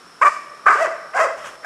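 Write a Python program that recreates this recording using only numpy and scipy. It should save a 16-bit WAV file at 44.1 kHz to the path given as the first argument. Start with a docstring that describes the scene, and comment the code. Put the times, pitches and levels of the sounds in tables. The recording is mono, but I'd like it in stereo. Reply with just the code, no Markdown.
"""Faint outdoor air and insect buzz, then two hard, close barks from a large tethered dog in a grassy yard.
Hoarser, more distant barks follow quickly, and something scuffs the ground between the last two.
Each bark is uneven vocal folds ringing the throat and mouth, with rasp and whistle past the teeth.
Sheds and fences throw the barks back, and a fast limiter holds the loudest ones down."""
import sys
import numpy as np
from scipy import signal
from scipy.fft import rfft, irfft
from scipy.io import wavfile
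from scipy.ndimage import uniform_filter1d, minimum_filter1d

SR = 44100
rng = np.random.default_rng(int(sys.argv[2]) if len(sys.argv) > 2 else 0)


def inscribe(sig):
    """Save sig as 16-bit PCM at rate SR to the path in sys.argv[1].

    A 1-D sig is mono; a 2-D sig holds one channel per row.
    Samples are clipped to [-1, 1] before scaling.
    """
    pcm = np.round(np.clip(np.atleast_2d(sig).T, -1, 1) * 32767)
    wavfile.write(sys.argv[1], SR, pcm.astype(np.int16))


N = 72765
T = np.arange(N) / SR

# Colour of the outdoor bed. Each row: frequency in Hz, relative level in dB.
AIR_COLOUR = [(25, -24), (60, -11), (100, -19), (160, -4), (230, -5.5), (400, -2.5), (800, -4.5), (1250, 3),
              (1800, -7), (2800, -12), (4200, -14.5), (7000, -18.5), (10000, -19), (15000, -42)]
# Bark gestures, one list a bark. Each row: time in seconds, pitch in Hz, level in dB,
# roughness (capped at 1), brightness in dB per octave.
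CLOSE_GESTURES = [
    [(.211, 488.2, -46, 0.14, -13), (.216, 505.3, -12.5, 0.08, -3.5), (.224, 549, -8.5, 0.18, 6.5),
     (.232, 652, 0, 0.16, 5), (.243, 572, -10, 1.23, -8), (.257, 573.3, -6.5, 0.65, -2),
     (.272, 578, -4.5, 0.6, 1), (.283, 595.4, -5, 0.2, -3), (.288, 578, -15.5, 0.3, -3),
     (.294, 450, -21.5, 0.14, 3)],
    [(.654, 332.9, -61, 0.33, -15), (.661, 431, -17, 0.5, -1), (.667, 581.6, 8, 0.12, -3),
     (.675, 617.3, 2, 0.22, 16), (.681, 794.2, 1.5, 0.13, 0), (.688, 780.4, 2, 0.77, 11.5),
     (.692, 398.8, -1, 0.48, 0.5), (.710, 424.2, -4, 0.65, 2.5), (.725, 423, -12.5, 0.73, -3.5),
     (.745, 388.7, -14.5, 0.5, 13.5), (.757, 413, -29, 0.88, -13)],
]
FAR_GESTURES = [
    [(.75, 426.7, -26, 0.37, 0), (.78, 546.1, -26.5, 0.16, 3.5), (.80, 611.8, -21, 1, -1),
     (.826, 677, -14, 0.13, -1), (.85, 591.9, -19, 0.42, -1), (.866, 446.5, -23, 0.42, 4),
     (.884, 312, -32.5, 0.54, -6.5)],
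    [(1.135, 600, -36, 0.28, 9), (1.151, 742, -21.5, 0.29, -8), (1.175, 840.9, -17, 0.89, 0.5),
     (1.187, 799.4, -18.5, 1.1, -0.5), (1.196, 625.7, -15, 0.49, -1), (1.212, 627.6, -13, 0.07, -1.5),
     (1.225, 682.3, -17.5, 0.36, -2.5), (1.241, 631.3, -14.5, 0.2, -3), (1.256, 515, -19.5, 0.26, -7.5),
     (1.273, 389, -32.5, .4, -3.5)],
    [(1.63, 478, -41, 0.63, -1), (1.642, 622, -37.5, 0.77, 7.5), (1.65, 752, -21, 0.61, 1),
     (1.67, 786, -6, 0.2, 7)],
]
# Throat and mouth formants, one list a bark. Each row: centre in Hz, stage width in Hz, relative gain in dB.
CLOSE_FORMANTS = [
    [(369, 110, -18), (721, 91, -7), (1172, 336, 7), (1445, 260, -1.5), (1830, 155, 2), (2280, 250, -1)],
    [(401, 170, -19), (793, 150, -5.5), (1233, 305, 8.5), (1470, 227, 3.5), (2010, 234, -4),
     (2195, 180, -11.5)],
]
FAR_FORMANTS = [
    [(456, 290, -10.5), (672, 232, 6), (1110, 467, 9), (1444, 300, 9), (1895, 190, 8.5), (2490, 520, -1.5)],
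    [(543, 250, -1.5), (676, 150, 2), (1074, 170, 12), (1504, 360, 11.5), (1990, 223, 9), (2600, 360, -0.5)],
    [(613, 600, -4), (1286, 400, -1), (1620, 440, 3.5)],
]
# Whistling overtones and rushing breath at the teeth. Each row: frequency in Hz, relative level in dB.
WHISTLE_COLOUR = [(1500, -36), (2800, -29), (3900, -18), (5000, -1.5), (6200, 6.5), (7600, 10.5),
                  (10000, -4), (12500, -18), (15500, -46)]
RASP_COLOUR = [(30, -2), (90, -7), (160, -22), (350, -12), (1500, -12), (2800, -12), (3800, -10), (4900, 8),
               (6200, 2), (7700, -4), (10000, -5.5), (12500, -13.5), (15500, -41)]
# Slaps off sheds and fences. Each row: delay in seconds, level in dB, pan in dB (positive is left).
CLOSE_SLAPS = [(.036, -29.5, 8), (.072, -32, -11), (.092, -23.5, -3), (0.117, -30.5, -2), (0.264, -44, -4)]
FAR_SLAPS = [(.022, -9, 5.5), (.055, -9.5, -5), (.098, -13, -5), (.122, -22, 4), (.2, -22.5, -2)]
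# Colour of the yard's diffuse tail. Each row: frequency in Hz, relative level in dB.
TAIL_COLOUR = [(150, -11), (400, 2.5), (650, 11), (900, -10.5), (1250, -6.5), (2200, 3.5), (5000, 17.5),
               (12000, 10.5)]
# Length of that tail. Each row: frequency in Hz, seconds to fall by 60 dB.
TAIL_DECAY = [(200, 0.42), (1200, 2.41), (2500, 0.82), (6000, 0.44), (12000, 0.7)]
# Envelope of the scuff. Each row: time in seconds, level in dB.
SCUFF_ENVELOPE = [(1.35, -60), (1.38, -38.5), (1.414, -44), (1.468, -32.5), (1.501, -40), (1.562, -45)]
# Colour of the scuff. Each row: frequency in Hz, relative level in dB.
SCUFF_COLOUR = [(100, 1), (500, 7.5), (1300, 19), (2300, 9.5), (3200, 8.5), (4100, -5.5), (6000, 2.5),
                (9000, -3.5), (15000, -22)]


def from_db(db):
    """Decibels to gain."""
    return 10 ** (np.asarray(db) / 20)


def unit_rms(x):
    """Scale to unit rms."""
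    return x / np.sqrt(np.mean(x ** 2) + 1e-20)


def at_hz(curve, hz):
    """Read a curve on a log-frequency axis."""
    freqs, values = np.transpose(curve)
    return np.interp(np.log(np.maximum(hz, 1)), np.log(freqs), values)


def pan(db):
    """Stereo gains that put the left this many dB above the right."""
    return from_db(np.array([[db], [-db]]) / 2)


def noise(colour, side_db):
    """Stereo noise of a given colour and width, at unit rms."""
    gains = from_db(at_hz(colour, np.arange(N + 1) * SR / (2 * N)))
    mid, side = irfft(rfft(rng.standard_normal((2, 2 * N))) * gains)[:, :N]
    return unit_rms(mid + from_db(side_db) * side * np.array([[1], [-1]]))


def wander(rate_hz):
    """Smooth random modulation at unit rms."""
    return unit_rms(signal.sosfilt(signal.butter(2, rate_hz, fs=SR, output="sos"), rng.standard_normal(N)))


def resonate(x, hz, width_hz):
    """A steep-sided resonance: two equal stages."""
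    radius = np.exp(-np.pi * width_hz / SR)
    b = (1 - radius ** 2) / 2 * np.array([1, 0, -1])
    a = [1, -2 * radius * np.cos(2 * np.pi * hz / SR), radius ** 2]
    return signal.lfilter(b, a, signal.lfilter(b, a, x))


def air():
    """A soft, steady bed of outdoor air."""
    return from_db(-46) * noise(AIR_COLOUR, side_db=-8) * pan(-1.8)


def insects():
    """Insects buzz as one thin, high band of noise."""
    return from_db(-54) * unit_rms(resonate(noise(AIR_COLOUR, side_db=-8), hz=5373, width_hz=410))


def bark(gesture, formants, rasp_db, whistle_db, teeth_follow, jitter, turbulence):
    """Vocal folds flap unevenly and chop the airflow; the throat shapes it, the teeth whistle and rasp."""
    times, *curves = np.transpose(gesture)
    hz, level_db, roughness, brightness = (np.interp(T, times, curve) for curve in curves)
    roughness = np.clip(roughness, 0, 1)
    attack_db = 6011 * np.maximum(times[0] - T, 0)  # fades either side of the gesture, in dB per second
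    release_db = 1805 * np.maximum(T - times[-1], 0)
    level_db = np.maximum(level_db - attack_db - release_db, -200)

    phase = 2 * np.pi * np.cumsum(hz * (1 + jitter * roughness * wander(rate_hz=220))) / SR
    folds = unit_rms(sum(np.cos(k * phase) / k for k in range(1, 11)))
    subharmonic = np.cos(phase / 3)
    growl = 1 + roughness * (0.65 * wander(rate_hz=220) + 0.75 * subharmonic)
    opening = unit_rms(1.32 + np.cos(phase))  # air passes in puffs as the folds part
    breath = turbulence * roughness * opening * wander(rate_hz=1920)
    source = folds * growl + breath
    voice = sum(from_db(db + brightness * np.log2(centre / 1000)) * resonate(source, centre, width)
                for centre, width, db in formants)
    voice /= np.sqrt(uniform_filter1d(voice ** 2, size=350) + 1e-9)  # flatten, so the gesture sets the level

    overtones = sum(from_db(at_hz(WHISTLE_COLOUR, k * hz)) * np.cos(k * phase + rng.uniform(0, 2 * np.pi))
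                    for k in range(4, 30))
    whistle = from_db(whistle_db) * unit_rms(growl * overtones)
    rasp_gain = from_db(rasp_db + 3.2 * wander(rate_hz=90)) * np.sqrt(opening)
    rasp = rasp_gain * noise(RASP_COLOUR, side_db=-21)
    return from_db(level_db) * voice + from_db(teeth_follow * level_db) * (rasp + whistle)


def yard(bark_sound, slaps, tail_db, treble_db, build_s, side_db, pan_db):
    """Sheds and fences return dull slaps, and a diffuse tail hangs longest in the mids."""
    mono = bark_sound.mean(axis=0)
    dull = signal.sosfilt(signal.butter(1, 7000, fs=SR, output="sos"), mono)
    echoes = sum(from_db(db) * pan(side) * np.interp(T - delay, T, dull, left=0) for delay, db, side in slaps)
    white = noise([(20, 0), (20000, 0)], side_db)
    edges_hz = np.geomspace(100, 16000, 12)
    tail = 0
    for low, high in zip(edges_hz, edges_hz[1:]):
        hz = np.sqrt(low * high)
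        band = signal.sosfiltfilt(signal.butter(2, [low, high], "band", fs=SR, output="sos"), white)
        band_db = at_hz(TAIL_COLOUR, hz) + at_hz([(1200, 0.0098), (4500, treble_db)], hz)
        tail += band * from_db(band_db - 60 * T / at_hz(TAIL_DECAY, hz))
    bloom = 1 - np.exp(-(T / build_s) ** 2)
    tail *= bloom * from_db(tail_db) / np.sqrt(SR)
    return echoes + pan(pan_db) * signal.fftconvolve(mono[None], tail, axes=1)[:, :N]


def close_barks():
    """Two hard, open-mouthed barks up front, mostly direct sound."""
    direct = sum(bark(gesture, formants, rasp_db=-35, whistle_db=-34.5, teeth_follow=0.63,
                      jitter=0.045, turbulence=1.25)
                 for gesture, formants in zip(CLOSE_GESTURES, CLOSE_FORMANTS))
    wet = yard(direct, CLOSE_SLAPS, tail_db=-12, treble_db=6.5, build_s=0.034, side_db=-7, pan_db=-0.5)
    return pan(-2.3) * direct + wet


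def far_barks():
    """Hoarser barks further back, with more yard on them; the third is just starting at the end."""
    direct = sum(bark(gesture, formants, rasp_db=-21, whistle_db=-21, teeth_follow=1.278,
                      jitter=0.03, turbulence=1.1)
                 for gesture, formants in zip(FAR_GESTURES, FAR_FORMANTS))
    wet = yard(direct, FAR_SLAPS, tail_db=-8, treble_db=0, build_s=0.0018, side_db=-5.5, pan_db=-4)
    return pan(-5) * direct + wet


def scuff():
    """Something scuffs the ground: two quick swells of grainy midrange noise."""
    times, db = np.transpose(SCUFF_ENVELOPE)
    level_db = np.interp(T, times, db, left=-120, right=-120)
    grain_db = 1.2 * wander(rate_hz=200)
    return from_db(level_db + grain_db) * noise(SCUFF_COLOUR, side_db=-17.5)


def scene():
    """The barks on top, the quiet yard and the scuff underneath."""
    return close_barks() + far_barks() + air() + insects() + scuff()


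def limiter(x, ceiling_db, release_db_per_s):
    """Ducks the gain just ahead of loud peaks and lets it back quickly."""
    over_db = np.maximum(20 * np.log10(np.abs(x).max(axis=0) + 1e-9) - ceiling_db, 0)
    held_db = np.maximum.accumulate(over_db + release_db_per_s * T) - release_db_per_s * T
    gain_db = uniform_filter1d(minimum_filter1d(-held_db, size=200), size=200)
    return x * from_db(gain_db)


def record(dry):
    """The recorder's limiter thumps faintly as its gain moves a small DC offset; then low and high cuts."""
    offset = from_db(-34.5)
    limited = limiter(dry + offset, ceiling_db=-0.5, release_db_per_s=248)
    centred = limited - limited[:, :N // 10].mean()
    low_cut = signal.sosfilt(signal.butter(1, 25, "high", fs=SR, output="sos"), centred)
    return signal.sosfilt(signal.cheby2(12, 70, 15700, fs=SR, output="sos"), low_cut)


dry = scene()
out = record(dry)
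inscribe(out)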